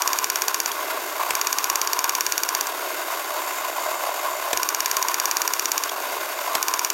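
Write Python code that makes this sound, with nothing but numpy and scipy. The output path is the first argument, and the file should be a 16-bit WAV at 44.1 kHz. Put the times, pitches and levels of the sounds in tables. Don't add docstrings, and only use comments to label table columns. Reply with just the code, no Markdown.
import sys
import numpy as np
from scipy import signal
from scipy.fft import rfft, irfft
from scipy.io import wavfile
from scipy.ndimage import uniform_filter1d

SR = 44100
rng = np.random.default_rng(int(sys.argv[2]) if len(sys.argv) > 2 else 0)


def unload_wav(signal):
    wavfile.write(
        sys.argv[1],
        SR,
        np.round(np.clip(np.atleast_2d(signal).T, -1, 1) * 32767).astype(np.int16),
    )


N = 305613
TIME = np.arange(N) / SR
LOAD_ATTACK_S, LOAD_RELEASE_S = 0.057, 0.031


# (frequency [Hz], level [dB], t60 [s])
PAWL_RING = [(837, -21, 0.0072), (1073, -20.5, 0.0043), (1670, -24, 0.017), (2136, -39.5, 0.032),
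             (2350, -30.5, 0.018), (2910, -33, 0.023), (3530, -23, 0.0066), (4695, -20, 0.0093),
             (5010, -19.5, 0.0032), (5770, -16, 0.013), (6345, -17, 0.03), (6750, -14.5, 0.0082),
             (7600, -24, 0.0067), (7780, -21, 0.0035), (9450, -25, 0.0071), (11010, -27.5, 0.022),
             (12000, -25, 0.0036), (12160, -20.5, 0.012), (14530, -29, 0.0122)]

def ratchet(level_db=-0.37, leave_db=4.5, land_s=0.0003994, rebound_s=0.002585, rebound_db=-8):
    out, t = np.zeros(N), TIME[:1500]
    hz, db, t60 = np.transpose(PAWL_RING)[:, :, None]
    swing = (-1) ** np.arange(1, len(hz) + 1)[:, None]
    top, middle = hz > 7500, (hz > 4000) & (hz < 5000)
    for s, click_db in wheel_teeth():
        top_db, middle_db = rng.normal([0, -0.14], [1, 0.5])
        scatter_db = rng.standard_normal(hz.shape)
        gains = swing * undb(db + scatter_db + top_db * top + middle_db * middle)
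        pitch = 1 + 0.002 * rng.standard_normal()
        for lag, blow_db in [(0, leave_db), (land_s, 0), (rebound_s, rebound_db)]:
            age = np.maximum(t - lag, 0)
            modes = gains * decay(age, t60) * np.sin(2 * np.pi * hz * pitch * age)
            add(out, s, modes.sum(axis=0) * undb(level_db + click_db + blow_db))
        scrape = cut(rng.standard_normal(len(t)), 1800, "high") * decay(t, t60=0.018)
        add(out, s, scrape * undb(-24 + 0.27 * click_db))
    return cut(out, 424, "high")


# (time [s], position [teeth])
WHEEL_TRAVEL = [
    [(0.0202, 12), (0.2429, 16), (0.3576, 18), (0.5441, 21), (0.7171, 24)],
    [(1.3521, 1), (1.4135, 2), (1.7567, 8), (1.9906, 12), (2.094, 14), (2.3789, 19), (2.4895, 21),
     (2.6698, 24)],
    [(4.5734, 1), (4.8046, 5), (4.9679, 8), (5.1427, 11), (5.3688, 15), (5.4178, 16), (5.5951, 19),
     (5.7787, 22), (5.8947, 24)],
    [(6.6275, 1), (6.7384, 3), (6.9017, 6)],
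]

def wheel_teeth(last_tooth=24, release_db=-8.5, release_teeth=0.53):
    for burst in WHEEL_TRAVEL:
        times, positions = np.transpose(burst)
        for tooth in np.arange(positions[0], positions[-1] + 1):
            click_db = release_db * np.exp((tooth - last_tooth) / release_teeth)
            yield np.interp(tooth, positions, times), click_db


# (time [s], frequency [Hz], level [dB])
TIP_PINGS = [(0.715, 3300, -21), (2.669, 7600, -22), (5.892, 3300, -22)]

def pawl_brushes(t60=0.027):
    out, t = np.zeros(N), TIME[:SR // 20]
    for s, hz, db in TIP_PINGS:
        add(out, s, undb(db) * decay(t, t60) * np.sin(2 * np.pi * hz * t))
    return out


# (load on [s], drop [s], starting cam rub [dB], clack offset [dB], bass offset [dB])
CAM_LIFTS = [(0.695, 1.306, -36.5, 2, -3.5), (2.66, 4.5305, -36.5, 2.5, -1),
             (5.88, 6.5515, -36.5, 3.5, -4.5)]
# (frequency [Hz], level [dB])
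CLACK_SPECTRUM = [(60, -48), (200, -11), (600, -1), (1100, 2), (2000, 3.5), (3000, -1.5), (5500, 1.5),
                  (8500, -0.5), (10500, -9), (13000, -3), (16000, -24)]
# (frequency [Hz], width [Hz], level [dB])
KNOCK_MODES = [(300, 120, -8), (470, 78, 3), (660, 140, 0)]

def lever(slap_db=-17, thud_db=-46, knock_db=-17, t60=0.022, bounce_s=0.0018):
    out, t = np.zeros(N), TIME[:SR // 2]
    knock = resonate(1. * (t == 0), KNOCK_MODES)
    knock = cut(knock, 180, "high") / np.abs(knock).max()
    bounce = (t > bounce_s) * undb(-2) * decay(np.abs(t - bounce_s), t60)
    chatter = undb(-7) * decay(t, t60=0.032)
    force = np.sqrt(decay(t, t60) ** 2 + bounce ** 2 + chatter ** 2)
    for _, drop, _, clack_db, bass_db in CAM_LIFTS:
        slap = unit(colour(rng.standard_normal(len(t)), CLACK_SPECTRUM)) * force
        bass = cut(cut(rng.standard_normal(len(t)), 130, "low"), 35, "high")
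        thud = unit(bass) * decay(t, t60=0.15)
        add(out, drop, slap * undb(slap_db + clack_db))
        add(out, drop, thud * undb(thud_db + bass_db))
        add(out, drop, knock * undb(knock_db + 2 * bass_db))
    return out


# (time [s], level [dB])
RATTLE_LEVEL = [(0, -28.5), (.18, -31), (.3, -32.5), (.75, -32.5), (1.17, -36), (1.31, -28.5),
                (1.45, -30.5), (2.12, -29), (2.3, -35), (2.5, -30.5), (2.95, -36.5), (3.2, -34),
                (3.45, -33), (5.3, -30), (5.85, -33), (6.35, -37), (6.6, -28.5), (6.93, -32.5)]
# (frequency [Hz], width [Hz], level [dB])
GEARBOX_MODES = [(868, 69, -20), (1024, 147, 10.5), (1193, 244, 3)]
CAM_RUB_MODES = [(604.4, 102, 2.5), (695, 277, -3.5)]
LOWER_SHELL = [(352.7, 148, -0.99), (408, 181, -1)]
MIDDLE_SHELL = [(1433, 246, -0.081), (1647, 130, -1.1), (1742, 92, -2)]
UPPER_SHELL = [(1985, 246, 2.5), (2520, 80, 1), (2646, 234, -2.5), (3807, 400, -5.5), (4660, 246, -5.5)]
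# (frequency [Hz], level [dB])
HISS_SPECTRUM = [(1800, -31), (3200, -6), (4300, -7.5), (4950, 3), (5250, 5), (5800, 2), (6550, 5.5),
                 (7100, 2), (7600, -2), (9700, 0.5), (10500, -5), (11400, 4), (12500, 4), (15700, -2)]

def gear_whirr(buzz_db=-35.5, hiss_db=-33.5):
    cam_gain, boom_gain, whine_gain = undb(strain())
    gear_gain = undb(np.interp(TIME, *np.transpose(RATTLE_LEVEL)))
    backlash = walk(160)
    load = cam_gain / cam_gain.max()
    chatter = shaft_flurries(rate_hz=64, wander=0.1624, sharpness=0.5 * load)
    surge = walk(30)
    knocks = impacts(rate=2400, spread_db=1.4) * chatter
    knocks *= undb(1.56 * backlash + 1.02 * surge + 0.5 * walk(13))
    scrape = impacts(rate=9000, spread_db=3.5) * undb(1.5 * backlash + 0.16 * walk(24.83))
    low_knocks = impacts(rate=1400, spread_db=1.5)
    grit = unit(knocks) + 1.5 * unit(scrape)
    gears = unit(cut(resonate(knocks, GEARBOX_MODES), 630, "high")) * gear_gain
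    cam = unit(cut(resonate(knocks, CAM_RUB_MODES), 428, "high", order=6)) * cam_gain
    boom = unit(cut(resonate(low_knocks, LOWER_SHELL), 249, "high", order=6)) * boom_gain
    middle = cut(resonate(grit, MIDDLE_SHELL), 940, "high", order=4)
    upper = cut(resonate(grit, UPPER_SHELL), 1970, "high", order=4)
    buzz = hollow_body(middle, ring_db=-11.5, t60=0.16) * undb(buzz_db)
    whine = hollow_body(upper, ring_db=-13.5, t60=0.35) * whine_gain
    hiss = hollow_body(colour(scrape, HISS_SPECTRUM), ring_db=-22, t60=0.17) * undb(hiss_db)
    return gears + cam + boom + buzz + whine + hiss


def shaft_flurries(rate_hz, wander, sharpness):
    turns = np.cumsum(rate_hz * (1 + wander * walk(35))) / SR
    return unit(np.exp(sharpness * np.cos(2 * np.pi * turns)))


def hollow_body(x, ring_db, t60):
    t = TIME[:SR // 4]
    ring = rng.standard_normal(len(t)) * decay(t, t60) * (t > 0.004)
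    return unit(x + undb(ring_db) * signal.fftconvolve(x, ring / np.linalg.norm(ring))[:N])


def strain(cam_idle_db=-41, rise_db_per_s=2.2, sag_db_per_s=1.3):
    cam_db, boom_db, whine_db = cam_idle_db, -43, -36.5
    for on, drop, rub_db, _, _ in CAM_LIFTS:
        load, age = cam_load(on, drop, LOAD_ATTACK_S), TIME - on
        swell_db = 4.5 * np.exp(-((age - 0.24) / 0.12) ** 2)
        cam_db += load * (rub_db + rise_db_per_s * age - cam_idle_db)
        boom_db += swell_db - sag_db_per_s * age * load
        whine_db += 0.7 * load
    return cam_db, boom_db, whine_db


def cam_load(on, drop, attack_s):
    return np.clip((TIME - on) / attack_s, 0, 1) * np.clip(1 - (TIME - drop) / LOAD_RELEASE_S, 0, 1)


# (frequency [Hz], width [Hz], level [dB])
PLASTIC_MODES = [(7090, 90, -12), (8000, 150, -23)]

def cam_squeak(squeak_db=-43.5, creep_s=0.75, sing_db=-46, sing_hz=2116, sing_width_hz=80):
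    creep = sum(cam_load(on, drop, creep_s) for on, drop, *_ in CAM_LIFTS)
    load = sum(cam_load(on, drop, LOAD_ATTACK_S) for on, drop, *_ in CAM_LIFTS)
    slips = impacts(rate=4000, spread_db=3.5) * undb(2 * walk(14))
    squeak = unit(cut(resonate(slips, PLASTIC_MODES), 4740, "high"))
    sing = unit(resonate(slips, [(sing_hz, sing_width_hz, 0)]))
    return squeak * creep * undb(squeak_db) + sing * load * undb(sing_db)


# (delay [s], level [dB])
REFLECTIONS = [(0.015, -15), (0.0273, -11.5), (.0278, -32), (.0293, -29), (.0308, -35)]

def room(x, tail_db=-21, tail_t60=0.29):
    t = TIME[:SR // 3]
    tail = cut(rng.standard_normal(len(t)), 6300, "low") * decay(t, tail_t60) * (t > 0.005)
    out = x + undb(tail_db) * signal.fftconvolve(x, tail / np.linalg.norm(tail))[:N]
    dull = cut(x, 2250, "low")
    for s, db in REFLECTIONS:
        add(out, s, undb(db) * dull)
    return out


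# (frequency [Hz], level [dB])
RUMBLE_SPECTRUM = [(20, -26), (35, -10), (52, 1), (75, -5), (102, 7.5), (125, -3.5), (200, -8), (400, -26),
                   (2000, -58)]

def room_rumble(level_db=-69.5):
    return unit(colour(rng.standard_normal(N), RUMBLE_SPECTRUM)) * undb(level_db)


def impacts(rate, spread_db):
    hits = (rng.random(N) < rate / SR) * rng.choice([-1, 1], N)
    return hits * undb(spread_db * np.minimum(rng.exponential(size=N), 4))


def walk(rate):
    hold = int(SR / rate)
    steps = np.repeat(rng.standard_normal(N)[:N // hold + 1], hold)
    return unit(uniform_filter1d(steps, hold)[:N])


def resonate(x, modes):
    return sum((-1) ** k * undb(db) * signal.lfilter(*signal.iirpeak(hz, hz / width, fs=SR), x)
               for k, (hz, width, db) in enumerate(modes))


def colour(x, points, size=4096):
    hz, db = np.transpose(points)
    log_hz = np.log(np.fft.rfftfreq(size, 1 / SR) + 1)
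    gain = undb(np.interp(log_hz, np.log(hz), db))
    cepstrum = irfft(np.log(gain))
    cepstrum[1:size // 2] *= 2
    cepstrum[size // 2 + 1:] = 0
    response = irfft(np.exp(rfft(cepstrum)))
    return signal.fftconvolve(x, response)[:len(x)]


def cut(x, hz, kind, order=2):
    return signal.sosfilt(signal.butter(order, hz, kind, fs=SR, output="sos"), x)


def add(out, s, x):
    i = round(s * SR)
    out[i:i + len(x)] += x[:max(N - i, 0)]


def decay(t, t60):
    return undb(-60 * t / t60)


def undb(db):
    return 10 ** (np.asarray(db) / 20)


def unit(x):
    return x / np.sqrt(np.mean(x ** 2))


def scene():
    rumble = room_rumble()
    drive = gear_whirr() + cam_squeak()
    clicks = room(ratchet() + pawl_brushes() + lever())
    return (drive + clicks + rumble)[None]


def record(dry):
    return signal.sosfilt(signal.ellip(10, 0.1, 80, 15900, fs=SR, output="sos"), dry)


dry = scene()
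out = record(dry)
unload_wav(out)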